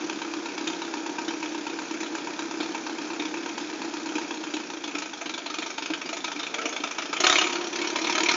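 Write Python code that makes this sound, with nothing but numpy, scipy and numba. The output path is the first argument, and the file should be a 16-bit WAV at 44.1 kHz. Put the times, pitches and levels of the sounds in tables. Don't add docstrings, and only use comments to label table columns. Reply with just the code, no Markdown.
import sys
import numpy as np
from scipy import signal
from scipy.fft import rfft, irfft
from scipy.io import wavfile
from scipy.ndimage import uniform_filter1d
from numba import njit

SR = 44100
rng = np.random.default_rng(int(sys.argv[2]) if len(sys.argv) > 2 else 0)


def to_wav(sig):
    pcm = np.clip(np.atleast_2d(sig), -1, 1) * 32767
    pcm = np.round(pcm).astype(np.int16)
    wavfile.write(sys.argv[1], SR, pcm.T)


N = 368670
TIME = np.arange(N) / SR


def from_db(db):
    return 10 ** (np.asarray(db) / 20)


def rms_one(x):
    return x / np.sqrt(np.mean(x ** 2) + 1e-20)


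def read_curve(rows, times):
    s, value = np.transpose(rows)
    return np.interp(times, s, value)


def noise(spectrum):
    hz, db = np.transpose(spectrum)
    f = np.maximum(np.fft.rfftfreq(N, 1 / SR), 1)
    gain = from_db(np.interp(np.log(f), np.log(hz), db)) * np.minimum(f / hz[0], 1) ** 2
    return rms_one(irfft(rfft(rng.standard_normal(N)) * gain, N))


def flutter(per_s, depth_db):
    wander = rms_one(uniform_filter1d(rng.standard_normal(N), max(int(SR / per_s), 1)))
    return rms_one(from_db(depth_db * wander))


@njit
def two_pole(x, feedback, damping):
    out = np.zeros(len(x))
    for i in range(2, len(x)):
        out[i] = x[i] - x[i - 2] + feedback[i] * out[i - 1] - damping * out[i - 2] + 1e-18
    return out


def resonate(x, hz, width_hz):
    r = np.exp(-np.pi * width_hz / SR)
    feedback = np.broadcast_to(2 * r * np.cos(2 * np.pi * hz / SR), N).copy()
    return (1 - r * r) / 2 * two_pole(x, feedback, r * r)


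def resonate_twice(x, hz, width_hz):
    return resonate(resonate(x, hz, width_hz), hz, width_hz)


def highpass(x, order, hz):
    return signal.sosfilt(signal.butter(order, hz, "high", fs=SR, output="sos"), x)


def pulses(times, gains):
    out = np.zeros(N)
    np.add.at(out, np.clip((times * SR).astype(int), 0, N - 1), gains)
    return out


def puffs(clicks, rise_s, fall_s):
    t = TIME[:SR // 8]
    power = ((1 - np.exp(-(t / rise_s) ** 2)) * np.exp(-t / fall_s)) ** 2
    power *= SR / 33 / power.sum()
    return np.sqrt(np.maximum(signal.fftconvolve(clicks ** 2, power)[:N], 0))


def at_level(x, db):
    return rms_one(x) * np.sqrt(np.mean(from_db(db) ** 2))


# t/s, firings per s
ENGINE_SPEED = [(0.0, 33.838), (0.636, 32.755), (0.743, 34.092), (0.996, 32.377), (1.605, 33.51),
                (1.81, 32.839), (2.693, 33.837), (3.89, 33.428), (4.606, 30.132), (5.137, 26.144),
                (5.241, 23.906), (6.211, 26.562), (7.164, 27.571), (7.304, 34.122), (7.452, 35.326),
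                (7.701, 34.256), (7.962, 35.304), (8.36, 38.637)]


def engine_speed(times):
    return read_curve(ENGINE_SPEED, times)


IDLE_RATE = 31.1


def lugging(times):
    return np.maximum(IDLE_RATE - engine_speed(times), 0)


# t/s, opening (0-1)
HELD_THROTTLE = [(0, 0.07), (4.1, 0.06), (4.8, 0.14), (5.35, 0.41), (6.45, 0.47), (7.05, 0.43), (7.6, 0.46),
                 (7.92, 0.48), (8.06, 0.66), (8.36, 0.89)]
BLIP_START_S, BLIP_ATTACK_S, BLIP_HOLD_S, BLIP_RELEASE_S = 7.146, 0.06, 0.15, 0.16


def throttle(times):
    held = np.clip(read_curve(HELD_THROTTLE, times), 0, 1)
    corners = np.cumsum([0, BLIP_ATTACK_S, BLIP_HOLD_S, BLIP_RELEASE_S])
    blip = np.interp(times - BLIP_START_S, corners, [0, 1, 1, 0])
    return held + (1 - held) * blip


COOL_THROTTLE, COOLING_PER_S = 0.99, 0.39


def gas_heat():
    fired = np.clip((throttle(TIME) - COOL_THROTTLE) / (1 - COOL_THROTTLE), 0, 1)
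    return np.maximum.accumulate(fired + COOLING_PER_S * TIME) - COOLING_PER_S * TIME


# f/Hz, relative level/dB per Hz
RUMBLE_SPECTRUM = [(20, -16.5), (60, 4.5), (110, -6.5), (200, -28), (600, -30.5)]
RUMBLE_DB, RUMBLE_THROTTLE_DB = -59.5, -53
BUFFET_AT_S, BUFFET_LENGTH_S, BUFFET_DB = 7.3, 0.0044, -22


def rumble():
    swing = (TIME - BUFFET_AT_S) / BUFFET_LENGTH_S
    buffet = from_db(BUFFET_DB) * 2 * swing * np.exp(-swing ** 2)
    level = from_db(RUMBLE_DB) + from_db(RUMBLE_THROTTLE_DB) * throttle(TIME) ** 2
    return buffet + level * noise(RUMBLE_SPECTRUM)


# delay/s, growth of the delay once the tractor rolls (s per s), level/dB before it rolls
WALL_ECHOES = [(.0013, .00005, -21.5), (.00575, 0.00089, -15.5), (0.0129, .0003, -12.5),
               (0.051, 0.00023, -17)]
ROLL_START_S = 4.7
ECHO_LOSS_DB_PER_S = 1.5


def driveway(x, t60_s=0.8, diffuse_db=-11.0, scatter_hz=550):
    t, rolled_s = TIME[:SR // 2], np.maximum(TIME - ROLL_START_S, 0)
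    tail = rng.standard_normal(len(t)) * from_db(-60 * t / t60_s) * (1 - np.exp(-t / 0.0032))
    tail = highpass(tail, 2, scatter_hz)
    out = x + from_db(diffuse_db) * signal.fftconvolve(x, tail / np.linalg.norm(tail))[:N]
    for delay_s, growth, db in WALL_ECHOES:
        echo = np.interp(TIME - delay_s - growth * rolled_s, TIME, x, left=0)
        out = out + from_db(db - ECHO_LOSS_DB_PER_S * rolled_s) * echo
    return out


# f/Hz, relative level/dB per Hz
CLATTER_SPECTRUM = [(76, -60), (130, -22), (208, -11), (312, 1), (527, -15), (776, -12), (918, -12),
                    (1110, -17), (1570, -12.5), (2030, -20.5), (2400, -15), (2940, -23.5), (3200, -21.5),
                    (6380, -20), (7300, -26), (9490, -73.5), (16100, -120)]


def clatter(start_db=-38.0, db_per_firing_rate=0.47):
    speed = engine_speed(TIME)
    level = from_db(start_db + db_per_firing_rate * (speed - speed[0]))
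    return level * noise(CLATTER_SPECTRUM) * flutter(per_s=250, depth_db=1.5)


# f/Hz, width/Hz, level/dB
PANEL_MODES = [(327.7, 10, 7), (358.5, 7, -5.5), (472.6, 6, 0), (579.5, 6, -4.5), (834, 23, -3.5)]
PANEL_DB, PANEL_LUG_DB = -45, 1.7


def panel_hum(steadiness=.75):
    shake, hum = rng.standard_normal(N), 0
    for hz, width, db in PANEL_MODES:
        tone = resonate_twice(shake, hz, width)
        swell = np.sqrt(np.maximum(uniform_filter1d(tone ** 2, size=SR // 80), 1e-18))
        hum = hum + from_db(db) * rms_one(tone / swell ** steadiness)
    return from_db(PANEL_DB - PANEL_LUG_DB * lugging(TIME)) * rms_one(hum)


# f/Hz, width/Hz, level/dB
GROAN_MODES = [(459, 78, -1), (648, 140, -3.5)]
GROAN_AT_S, GROAN_HALF_LENGTH_S, GROAN_DB = 6.63, 0.17, -40.5


def groan():
    slip = rng.standard_normal(N)
    body = sum(from_db(db) * resonate_twice(slip, hz, width) for hz, width, db in GROAN_MODES)
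    swell = np.exp(-((TIME - GROAN_AT_S) / GROAN_HALF_LENGTH_S) ** 2)
    return from_db(GROAN_DB) * swell * rms_one(body)


# f/Hz, width/Hz, level/dB
DRONE_MODES = [(330, 27, 1), (451, 28, -4.5), (631, 24, 0.5), (721, 24, -3.5), (951, 40, 3), (1032, 46, -5)]
DRONE_DB, DRONE_SHUT_DB, DRONE_LUG_DB = -33.5, 22, 2


def drone(waver_db=3.0):
    speed = engine_speed(TIME)
    angle = 2 * np.pi * np.cumsum(speed) / SR
    coarse, coarse_speed, knots = TIME[::SR // 100], speed[::SR // 100], TIME[::SR // 14]
    out = 0
    for order in range(8, 31):
        gain = sum(from_db(db) / (1 + (2 * (order * coarse_speed - hz) / width) ** 2)
                   for hz, width, db in DRONE_MODES)
        waver = np.interp(TIME, knots, from_db(waver_db * rng.standard_normal(len(knots))))
        tone = np.sin(order * angle + 2 * np.pi * rng.random())
        out = out + np.interp(TIME, coarse, gain) * waver * tone
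    shut = 1 - read_curve(HELD_THROTTLE, TIME)
    return from_db(DRONE_DB - DRONE_SHUT_DB * shut - DRONE_LUG_DB * lugging(TIME)) * rms_one(out)


# rasp level/dB, thump level/dB, knock level/dB, thump delay/s
CYLINDERS = [(-2, -0.5, 0.5, .0012), (-6.5, -2.5, -7, 0.0015), (1.5, -4, -7, 0.0012), (-0.5, -1.5, 8, .001)]
# t/s, level change/dB
STRAY_FIRINGS = [(5.175, -10), (5.98, -10), (6.095, 0), (6.54, 1), (6.875, -1.5), (7.705, -2.5), (7.93, -3)]
# t/s, rasp level/dB, thump level/dB, length as a share of the usual burst
SINGLE_FIRINGS = [(0.038, -41, -32, 1), (0.096, -38, -35.5, 0.51), (0.671, -32, -29.5, .7),
                  (0.731, -42.5, -32, 0.71), (1.278, -33.5, -31.5, .9), (2.002, -36.5, -34.5, .9),
                  (2.601, -34, -28.5, .9), (3.194, -35.5, -30.5, 0.98), (3.252, -37, -34, 0.67),
                  (4.152, -34.5, -32, 0.77), (4.537, -34, -31.5, 0.58), (4.838, -35, -41, 1),
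                  (4.875, -37.5, -38.5, .7), (4.948, -34, -32.5, 0.91), (4.982, -34, -38.5, 0.79),
                  (5.256, -35, -34, 1), (5.293, -34.5, -42, .5), (5.337, -35, -41.5, .9),
                  (5.459, -34.5, -46.5, .9), (5.583, -32.5, -33, 0.74), (5.778, -33, -39.5, 1.1),
                  (5.821, -34.5, -37.5, .8), (5.9, -35, -30.5, .9), (5.934, -31, -42.5, .7),
                  (6.055, -37.5, -35, 1), (6.166, -35.5, -44, 1.1), (6.241, -30.5, -42, .8),
                  (6.357, -39, -36.5, 1), (6.429, -33, -45, 0.63), (6.582, -33, -43.5, 1),
                  (6.653, -29.5, -34, 0.93), (6.8, -40, -36.5, 1), (6.981, -30, -44.5, .9),
                  (7.092, -39.5, -35.5, 1), (7.2, -24, -33, .9), (7.235, -21, -29.5, 1.4),
                  (7.264, -19, -37, .8), (7.295, -21, -34.5, .7), (7.324, -22, -36, .6),
                  (7.355, -22.5, -31.5, .7), (7.382, -21, -36, .7), (7.411, -24.5, -32, 0.96),
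                  (7.813, -31.5, -32, .9), (8.203, -29, -31.5, 0.7), (8.231, -26.5, -32, .7),
                  (8.311, -26.5, -31, 0.8)]
# t/s, knock level/dB, crack level/dB
SINGLE_KNOCKS = [(0.097, -39, -39.5), (0.217, -39, -40.5), (0.337, -39.5, -41), (0.458, -38.5, -41.5),
                 (0.58, -39, -39.5), (0.82, -37, -41), (0.945, -35, -41), (1.066, -38, -41.5),
                 (1.187, -35.5, -42.5), (1.427, -40, -43), (1.55, -38, -44.5), (1.668, -36.5, -43.5),
                 (1.79, -40, -41.5), (2.155, -38.5, -41.5), (2.752, -35.5, -42), (2.872, -37.5, -44.5),
                 (3.103, -36.5, -49.5), (3.579, -39.5, -41), (4.182, -37, -40), (4.31, -36.5, -43),
                 (6.325, -41, -46), (7.963, -37, -44.5), (8.09, -30.5, -41), (8.2, -36.5, -45),
                 (8.308, -36, -33)]
FIRST_FIRING = .275
RASP_DB, RASP_THROTTLE_DB = -42.0, 18.5
THUMP_DB, THUMP_THROTTLE_DB, THUMP_LUG_DB = -37, 1.6, -2.5
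KNOCK_DB, KNOCK_THROTTLE_DB, KNOCK_LUG_DB = -47.5, -1.5, 0.26
EVEN_THROTTLE = 0.17
LAZY_DB, LAZY_LUG_DB, LAZY_CURE_THROTTLE = 6, 1, .55
BURST_LENGTH, BURST_LENGTH_SCATTER = 0.87, .2
NEXT_KNOCK_DB = -1


def firings(scatter_db=1.54, thump_scatter_db=0.4, knock_scatter_db=1.0, jitter_s=.00012,
            miss_thump_share=0.28, crack_db=-2.5):
    count = np.cumsum(engine_speed(TIME)) / SR - FIRST_FIRING
    number = np.arange(int(count[-1]) + 1)
    times = np.interp(number, count, TIME)
    cylinder = number % len(CYLINDERS)
    chance = rng.standard_normal((5, len(times)))
    opening, lug = throttle(times), lugging(times)
    own_rasp, own_thump, own_knock = np.array(CYLINDERS)[cylinder, :3].T * .5 ** (opening / EVEN_THROTTLE)

    miss = -(LAZY_DB + LAZY_LUG_DB * lug) * (cylinder == 2) * (opening < LAZY_CURE_THROTTLE)
    for s, change_db in STRAY_FIRINGS:
        miss[np.argmin(abs(times - s))] += change_db

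    rasp = RASP_DB + RASP_THROTTLE_DB * opening + own_rasp + miss + scatter_db * chance[0]
    thump = THUMP_DB + THUMP_THROTTLE_DB * opening + THUMP_LUG_DB * lug + own_thump
    thump += thump_scatter_db * chance[1] + miss_thump_share * miss
    knock = KNOCK_DB + KNOCK_THROTTLE_DB * opening + KNOCK_LUG_DB * lug + own_knock
    knock += miss + knock_scatter_db * chance[2]
    length = BURST_LENGTH * np.exp(BURST_LENGTH_SCATTER * chance[4])

    for s, rasp_db, thump_db, share in SINGLE_FIRINGS:
        k = np.argmin(abs(times - s))
        times[k], rasp[k], thump[k], length[k] = s, rasp_db, thump_db, share
        knock[k + 1] += NEXT_KNOCK_DB
    crack = knock + crack_db
    for s, own_knock_db, own_crack_db in SINGLE_KNOCKS:
        k = np.argmin(abs(times - s))
        knock[k], crack[k] = own_knock_db, own_crack_db
    return times + jitter_s * chance[3], np.clip(length, .3, 2), rasp, thump, knock, crack


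# t/s, level/dB
PINGS = [(0.673, -38), (1.28, -48.5), (2.603, -42), (3.196, -44)]
PING_HZ, PING_WIDTH_HZ = 3650, 200


def pings():
    s, db = np.transpose(PINGS)
    ring = rms_one(resonate_twice(rng.standard_normal(N), PING_HZ, PING_WIDTH_HZ))
    return ring * puffs(pulses(s, from_db(db)), rise_s=0.0018, fall_s=.007)


# f/Hz, relative level/dB per Hz
CRACK_SPECTRUM = [(700, -10), (1500, 2), (2000, -11.5), (2500, 1), (2900, -9), (3400, -6), (4500, -7.5),
                  (7000, -7.5), (9000, -56.5)]


def cracks(times, db, lag_s=.0012):
    envelope = puffs(pulses(times + lag_s, from_db(db)), rise_s=0.00034, fall_s=0.0037)
    return at_level(noise(CRACK_SPECTRUM) * envelope, db)


# f/Hz, width/Hz, level/dB
BLOCK_MODES = [(810, 30, -3.5), (926, 38, 7), (1060, 230, -8.5), (1244, 13, -1.5), (1555, 88, -8),
               (1810, 7.1, 0.5), (2410, 74, -10), (2666, 62, -2)]


def block_knock(times, db, lead_s=0.0003, mode_scatter_db=0.2, rattle_db=-39.5):
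    envelope = puffs(pulses(times, from_db(db)), rise_s=0.00084, fall_s=0.0042)
    rattle = from_db(rattle_db) * rng.standard_normal(N) * envelope
    out = 0
    for k, (hz, width, level) in enumerate(BLOCK_MODES):
        strike_db = db + mode_scatter_db * rng.standard_normal(len(times))
        strikes = pulses(times - lead_s, from_db(strike_db))
        sign = (-1) ** k
        out = out + sign * from_db(level) * resonate(strikes + rattle, hz, width)
    return at_level(out, db)


# f/Hz, relative level/dB per Hz
JET_SPECTRUM = [(260, -18.5), (450, -5), (525, -8.5), (680, 0.5), (800, -7.5), (950, -0.5), (1100, -5.5),
                (1300, -5), (1600, -4), (2030, -5.5), (2300, 0.5), (2800, -3.5), (3200, -1), (4100, -6),
                (4750, -9), (5900, -2.5), (7000, -7.5), (7500, -18), (9490, -70), (16100, -120)]


def gas_bursts(db, length, tilt_db=1.08, ripple_db=3.5, ripple_hz=520, alike=0.16,
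               rise_s=0.0044, fall_s=0.0052, tail_db=-8.0, tail_s=0.019, size=2048):
    t, hz = TIME[:size], np.maximum(np.fft.rfftfreq(size, 1 / SR), 1)
    shared, own = rng.standard_normal(size), rng.standard_normal((len(db), size))
    white = np.sqrt(alike) * shared + np.sqrt(1 - alike) * own
    ripple = rng.standard_normal((len(db), len(hz)))
    ripple = rms_one(uniform_filter1d(ripple, max(int(ripple_hz * size / SR), 1), axis=1))
    ripple *= np.minimum(np.sqrt(hz / 3000), 1.2)
    tilt = tilt_db * rng.standard_normal((len(db), 1)) * np.log2(np.clip(hz / 2500, .25, 4))
    jet_hz, jet_db = np.transpose(JET_SPECTRUM)
    colour_db = np.interp(np.log(hz), np.log(jet_hz), jet_db) + ripple_db * ripple + tilt
    bursts = irfft(rfft(white) * from_db(colour_db), size)
    stretch = length[:, None]
    rise = 1 - np.exp(-(t / (rise_s * stretch)) ** 2)
    fall = np.exp(-t / (fall_s * stretch)) + from_db(tail_db) * np.exp(-t / tail_s)
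    bursts *= rise * fall
    return bursts * (from_db(db) / np.linalg.norm(bursts, axis=1))[:, None]


# f/Hz when cool, f/Hz when hot, width/Hz, level/dB when cool, level/dB when hot
PIPE_OVERTONES = [(482, 470, 18, 2, -6.5), (574, 635, 41, -5, -1.5), (701, 728, 25, -3, 5),
                  (906, 1100, 50, 0.5, 3), (1302, 1275, 85, 9.5, 7), (1402, 1400, 30, -1, 1.5),
                  (1567, 1800, 69, -3.5, -2.5), (1830, 1900, 100, -13, -4.5), (2256, 2220, 120, -2, 2),
                  (2482, 2460, 170, 2, 1), (3180, 3087, 150, -6, -1), (3490, 3620, 230, -2, 0.5),
                  (4180, 4200, 260, -9.5, -1)]


def exhaust_rasp(times, db, length, overtones_db=0.0, pulse_db=0.0, pulse_hz=1100, pulse_lag_s=0.001977,
                 mode_scatter_db=2.5, detune=.015):
    jet = np.zeros(N)
    for start, burst in zip(np.maximum(times * SR, 0).astype(int), gas_bursts(db, length)):
        jet[start:start + len(burst)] += burst[:max(N - start, 0)]
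    jet *= flutter(per_s=3200, depth_db=1.73)
    soften = signal.butter(2, pulse_hz, fs=SR, output="sos")
    push = signal.sosfilt(soften, pulses(times + pulse_lag_s, from_db(db + pulse_db)) + 1e-18)
    heat, pipe = gas_heat(), 0
    wander = 1 + detune * np.interp(TIME, times, rng.standard_normal(len(times)))
    for cool_hz, hot_hz, width, cool_db, hot_db in PIPE_OVERTONES:
        gain = from_db(cool_db) * (1 - heat) + from_db(hot_db) * heat
        gain *= np.interp(TIME, times, from_db(mode_scatter_db * rng.standard_normal(len(times))))
        pitch = (cool_hz + (hot_hz - cool_hz) * heat) * wander
        pipe = pipe + gain * resonate(jet + push, pitch, width)
    return at_level(jet + from_db(overtones_db) * pipe, db)


# f/Hz, width/Hz, level/dB
STACK_MODES = [(180.4, 11, -17.5), (327.5, 8, -9), (461.5, 34, -16.5), (690, 170, -24)]
STACK_HZ, STACK_WIDTH_HZ, HOT_STACK_HZ = 306.8, 74, 344.6


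def stack_thump(times, db, turbulence_db=-35.5, jitter_s=.00008, waver_hz=3):
    chance = rng.standard_normal((2, len(times)))
    delay = np.resize(np.array(CYLINDERS)[:, 3], len(times)) + jitter_s * chance[0]
    clicks = pulses(times + delay, from_db(db))
    turbulence = rng.standard_normal(N) * puffs(clicks, rise_s=0.00048, fall_s=0.019)
    drive = clicks + from_db(turbulence_db) * turbulence
    pitch = STACK_HZ + (HOT_STACK_HZ - STACK_HZ) * gas_heat() + waver_hz * np.interp(TIME, times, chance[1])
    boom = sum(from_db(level) * resonate(drive, hz, width) for hz, width, level in STACK_MODES)
    return at_level(boom + resonate_twice(drive, pitch, STACK_WIDTH_HZ), db)


def scene():
    times, length, rasp, thump, knock, crack = firings()
    engine = pings() + cracks(times, crack) + block_knock(times, knock)
    engine = engine + exhaust_rasp(times, rasp, length) + stack_thump(times, thump)
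    return (rumble() + clatter() + panel_hum() + groan() + drone() + driveway(engine))[None]


def record(dry, bass_hz=150, leak_db=-23.0, cutoff_hz=7150):
    thin = highpass(dry, 4, bass_hz) + from_db(leak_db) * dry
    return signal.sosfilt(signal.ellip(8, .5, 70, cutoff_hz, fs=SR, output="sos"), thin)


dry = scene()
out = record(dry)
to_wav(out)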